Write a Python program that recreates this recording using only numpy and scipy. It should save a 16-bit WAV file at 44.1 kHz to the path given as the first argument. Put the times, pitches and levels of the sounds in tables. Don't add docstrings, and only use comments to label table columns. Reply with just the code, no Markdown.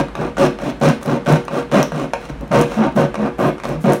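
import sys
import numpy as np
from scipy import signal
from scipy.fft import rfft, irfft
from scipy.io import wavfile
from scipy.ndimage import uniform_filter1d

SR = 44100
rng = np.random.default_rng(int(sys.argv[2]) if len(sys.argv) > 2 else 0)


def transcribe(u):
    v = np.clip(np.atleast_2d(u).T, -1, 1)
    q = np.round(v * 32767).astype(np.int16)
    wavfile.write(sys.argv[1], SR, q)


N = 176400
T = np.arange(N) / SR


def from_db(db):
    return 10 ** (np.asarray(db) / 20)


def rms_one(x):
    return x / np.sqrt(np.mean(x ** 2) + 1e-20)


def at_hz(points, hz):
    freqs, values = np.transpose(points)
    return np.interp(np.log(np.maximum(hz, 1)), np.log(freqs), values)


def butter(x, hz, kind, order=2):
    return signal.sosfilt(signal.butter(order, hz, kind, fs=SR, output="sos"), x + 1e-18)


def resonate(x, hz, t60):
    radius = from_db(-60 / (t60 * SR))
    poles = [1, -2 * radius * np.cos(2 * np.pi * hz / SR), radius ** 2]
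    return signal.lfilter(np.array([1, 0, -1]) * (1 - radius ** 2) / 2, poles, x + 1e-18)


def colour(x, curve, size=8192):
    gain = from_db(at_hz(curve, np.linspace(0, SR / 2, size // 2 + 1)))
    cepstrum = irfft(np.log(gain))
    cepstrum[1:size // 2] *= 2
    cepstrum[size // 2 + 1:] = 0
    return signal.fftconvolve(x, irfft(np.exp(rfft(cepstrum))))[:N]


def add(out, x, start):
    at = int(start * SR) + np.arange(len(x))
    inside = (at >= 0) & (at < N)
    out[at[inside]] += x[inside]


def bursts(clicks, decay_s):
    fade = np.exp(-2 / (decay_s * SR))
    return np.sqrt(signal.lfilter([1 - fade], [1, -fade], clicks ** 2 + 1e-18))


def blade_echo(force, progress, share=0.35, near_s=0.001206, far_s=0.0034):
    i = np.arange(len(force))
    delay_s = near_s + (far_s - near_s) * progress
    echo = np.interp(i - delay_s * SR, i, force, left=0)
    return (force + share * echo) / np.hypot(1, share)


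def strokes(rows, top_teeth_hz, jitter, end_speed, force_power, click_db, rub_db):
    teeth, size = 96, 12000
    bass_hz, treble_hz = 303, 2310
    bite_spread_db, crackle_spread_db, crackle_db = 1.5, 4.5, -5
    grip_s, rub_fade_s = 0.0087, 0.024
    out, t = np.zeros(N), np.arange(size) / SR
    for start, length, db, bass_db, treble_db, fastest in rows:
        spacing, strength, brittleness = rng.standard_normal((3, teeth))
        tear_noise, crackle_noise, rub_noise = rng.standard_normal((3, size))
        arc = np.sin(np.pi * np.interp(t, [0, length * fastest, length], [0, .5, 1]))
        speed = (end_speed + (1 - end_speed) * arc) * (t < length)
        teeth_passed = np.cumsum(top_teeth_hz * np.sqrt(speed)) / SR
        gaps = np.exp(jitter * spacing)
        catches = np.searchsorted(teeth_passed, np.cumsum(gaps) - gaps[0])
        bites, cracks = np.zeros((2, size + 1))
        bites[catches] = rms_one(from_db(bite_spread_db * strength))
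        cracks[catches] = rms_one(from_db(crackle_spread_db * np.minimum(brittleness, 2)))
        pressure = np.sqrt(SR / top_teeth_hz) * speed ** force_power * np.minimum(t / grip_s, 1)
        bites, cracks = bites[:size] * pressure, cracks[:size] * pressure
        tear = bursts(bites, decay_s=0.0033) * tear_noise
        crackle = bursts(cracks, decay_s=0.001) * crackle_noise
        contact = np.clip(np.minimum(t, length - t) / rub_fade_s, 0, 1)
        force = butter(from_db(click_db) * bites + tear, 4870, "low", order=1)
        force += from_db(crackle_db) * butter(crackle, treble_hz, "high")
        force += from_db(rub_db) * butter(contact * speed * rub_noise, 3460, "high", order=1)
        force += (from_db(bass_db) - 1) * butter(force, bass_hz, "low", order=1)
        force += (from_db(treble_db) - 1) * butter(force, treble_hz, "high", order=1)
        add(out, from_db(db) * blade_echo(force, teeth_passed / teeth_passed[-1]), start)
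    return out


def cutting_strokes():
    # start in seconds, length in seconds, relative level in dB, bass shelf in dB,
    # treble shelf in dB, fastest point as a share of the length.
    cuts = [(-.07, 0.089, -12.5, -9, 2, 0.51), (.366, 0.12, -17, 1, 6, 0.47),
            (.807, 0.11, -14, -3, 4, 0.53), (1.259, .115, -14.5, -1, 2, 0.45),
            (1.712, 0.12, -13, -6.5, 1, 0.49), (2.508, .128, -11, -8.5, -1, .36),
            (2.953, 0.11, -15.5, -3, -4, .3), (3.379, .128, -15.5, -3.5, -12, .5),
            (3.834, 0.12, -15.5, 1, -5, .55)]
    return strokes(cuts, top_teeth_hz=300, jitter=0.24, end_speed=0.24, force_power=0.51,
                   click_db=0, rub_db=-4)


def barrel(force, gain_db=8):
    # a mode's pitch in Hz, relative gain in dB, ring time (T60) in seconds.
    modes = [(146.1, 14.5, 0.22), (196.2, 7, 0.077), (236.6, 5.5, 0.043), (261.3, -6.5, 0.3),
             (365, 10, 0.17), (477.5, 12, 0.34), (548, 6, 0.1), (602.4, 5.5, 0.17), (652.6, -1, 0.092),
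             (729, -2, 0.093), (852, -4, .17), (911.2, 6, 0.16), (1065, -2, 0.25), (1153, -1, 0.043),
             (1270, -15, 0.13), (1420, 0, 0.082), (1513, -1, .12)]
    # frequency in Hz, relative gain in dB.
    wall_eq = [(40, -40), (95, -14.5), (135, 7), (220, 6), (420, 2), (600, 2.5), (850, -2.5), (1250, -5.5),
               (1550, -8.5), (1850, -13.5), (2600, -14.5), (3300, -21), (4100, -20.5), (4800, -27.5),
               (5600, -21.5), (7800, -29.5), (9700, -28.5), (10500, -36), (16000, -37.5)]
    ringing = sum(from_db(db) * resonate(force, hz, t60) for hz, db, t60 in modes)
    return from_db(gain_db) * colour(force + ringing, wall_eq)


def air_rumble():
    # time in seconds, level in dB.
    fader = [(0, -35.5), (1.2, -45), (2.26, -43), (2.34, -31), (2.48, -33), (2.7, -40), (3.6, -43),
             (3.8, -34), (4, -53)]
    air = resonate(rng.standard_normal(N + SR), hz=54, t60=0.12)
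    air = butter(air, [40, 66], "band")
    steady = air / np.sqrt(uniform_filter1d(air ** 2, size=8000))
    return from_db(np.interp(T, *np.transpose(fader))) * steady[-N:]


def room_tone(level_db=-36):
    # frequency in Hz, relative level in dB.
    spectrum = [(30, -42), (150, 2.5), (500, -6.5), (1200, -11.5), (2500, -21), (5000, -34), (10000, -41.5),
                (16000, -57)]
    return from_db(level_db) * rms_one(colour(rng.standard_normal(N), spectrum))


def workshop_reverb(x, send_db=-4, build_s=0.0013, size=22050):
    # frequency in Hz, reverb time (T60) in seconds.
    decay_times = [(150, 0.51), (600, 0.22), (1500, 0.25), (4000, 0.34), (12000, 0.24)]
    # frequency in Hz, relative gain in dB.
    reverb_eq = [(100, -14.5), (500, -3.5), (1200, 0), (2500, 2), (6000, -4), (14000, -4)]
    t, tail = np.arange(size) / SR, np.zeros(size)
    white = rfft(rng.standard_normal(size))
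    hz = np.linspace(0, SR / 2, len(white))
    edges_hz = np.geomspace(60, 20000, 10)
    for low, high in zip(edges_hz, edges_hz[1:]):
        band = irfft(white * (hz >= low) * (hz < high), size)
        tail += band * from_db(-60 * t / at_hz(decay_times, np.sqrt(low * high)))
    tail *= np.minimum(t / build_s, 1)
    wet = signal.fftconvolve(x, tail / np.linalg.norm(tail))[:N]
    return from_db(send_db) * colour(wet, reverb_eq)


def knocks(rows, low_cut_hz, decay_s, grit, size=1024):
    out = np.zeros(N)
    for start, db in rows:
        hit = grit * rng.standard_normal(size) * np.exp(-np.arange(size) / SR / decay_s)
        hit[0] = 1
        add(out, from_db(db) * hit / np.linalg.norm(hit), start)
    return butter(out, low_cut_hz, "high")


def blade_clacks(gain_db=25):
    # start in seconds, relative level in dB.
    clacks = [(.084, -25), (.153, -15.5), (.369, -17.5), (.588, -20.5), (.812, -32), (1.013, -28),
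              (1.027, -22), (1.261, -16.5), (1.481, -16), (1.715, -14.5), (1.92, -19), (2.135, -7.5),
              (2.143, -27), (2.254, -29), (2.516, -17), (2.718, -18.5), (3.143, -16), (3.155, -16),
              (3.582, -25), (3.6, -23.5), (3.636, -15.5), (3.644, -17), (3.653, -14.5)]
    hits = knocks(clacks, low_cut_hz=790, decay_s=0.0034, grit=0.26)
    return from_db(gain_db) * butter(hits, 8150, "low", order=1)


def return_strokes():
    # start in seconds, length in seconds, relative level in dB, bass shelf in dB,
    # treble shelf in dB, fastest point as a share of the length.
    returns = [(.151, 0.15, -21.5, -4, -4.5, 0.43), (.59, 0.13, -23, -2.5, 3.5, 0.71),
               (1.042, .14, -18, 0.5, -2.5, .6), (1.5, 0.13, -19.5, -5, 1, .54),
               (1.915, 0.15, -24, 1, 3, 0.65), (2.185, 0.099, -56, -13, 29, .65),
               (2.282, 0.029, -31, 6.5, 7.5, 0.37), (2.4, 0.048, -39.5, 12.5, -12, 0.44),
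               (2.67, 0.15, -30.5, -9, 10, 0.48), (2.765, .13, -14, -18, -13.5, 0.51),
               (3.17, .125, -19.5, -11, -8, 0.7), (3.636, 0.13, -25.5, 0.5, 0.5, 0.49)]
    return strokes(returns, top_teeth_hz=281.8, jitter=0.2, end_speed=0.23, force_power=0.68,
                   click_db=-5.5, rub_db=-6.5)


def chip_snaps(gain_db=42.5):
    # start in seconds, relative level in dB.
    chips = [(.801, -43), (.888, -22), (1.031, -30), (1.06, -28.5), (1.251, -43), (1.288, -28),
             (1.326, -24), (1.363, -40), (1.452, -37), (1.829, -16), (2.41, -40), (2.479, -44),
             (2.594, -27), (2.613, -20), (2.623, -29), (2.924, -49), (2.964, -34), (3.69, -34),
             (3.901, -31), (3.923, -24), (3.934, -20)]
    return from_db(gain_db) * knocks(chips, low_cut_hz=6940, decay_s=0.00094, grit=0.79)


def wall_judders(sag=0.065, waver=0.043, waver_points=12):
    # start in seconds, length in seconds, centre pitch in Hz, level at the crest in dB.
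    judders = [(.85, 0.074, 153.4, -9), (1.305, 0.073, 148, -7.5), (1.75, 0.056, 204, -13),
               (2.505, 0.02, 180, -16.5), (2.55, 0.1, 143.3, -11.5), (2.76, .1, 215.3, -12),
               (2.95, 0.044, 211, -14.5), (2.985, .08, 147, -11.5), (3.17, 0.11, 213, -17),
               (3.73, 0.11, 155, -25), (3.84, 0.049, 195, -13.5)]
    out = np.zeros(N)
    for start, length, hz, db in judders:
        progress = np.linspace(0, 1, int(length * SR))
        arc = np.sin(np.pi * progress)
        wander = np.interp(progress, np.linspace(0, 1, waver_points), rng.standard_normal(waver_points))
        pitch = hz * (1 + sag * (arc - .75) + waver * wander)
        tone = np.sqrt(2) * np.sin(2 * np.pi * np.cumsum(pitch) / SR)
        add(out, from_db(db) * arc * tone, start)
    return out


def blade_skids(fade_s=0.015):
    # start in seconds, length in seconds, level in dB.
    skids = [(1.007, 0.066, -52), (1.27, 0.058, -52), (2.948, 0.087, -46), (3.377, 0.13, -46.5),
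             (3.628, .08, -52.5), (3.798, .08, -48.5), (3.912, 0.066, -42.5)]
    bright = butter(rng.standard_normal(N), 5460, "high")
    hiss = rms_one(butter(bright, 9500, "low", order=1))
    return hiss * sum(from_db(db) * np.clip(np.minimum(T - start, start + length - T) / fade_s, 0, 1)
                      for start, length, db in skids)


def scene():
    force = cutting_strokes() + return_strokes() + blade_clacks() + chip_snaps()
    sawing = barrel(force) + blade_skids()
    bed = room_tone()
    return (sawing + workshop_reverb(sawing) + wall_judders() + air_rumble() + bed)[None]


def record(dry, ceiling=0.75, cutoff_hz=15900):
    rounded = ceiling * np.tanh(dry / ceiling)
    return signal.sosfilt(signal.ellip(10, .1, 80, cutoff_hz, fs=SR, output="sos"), rounded)


dry = scene()
out = record(dry)
transcribe(out)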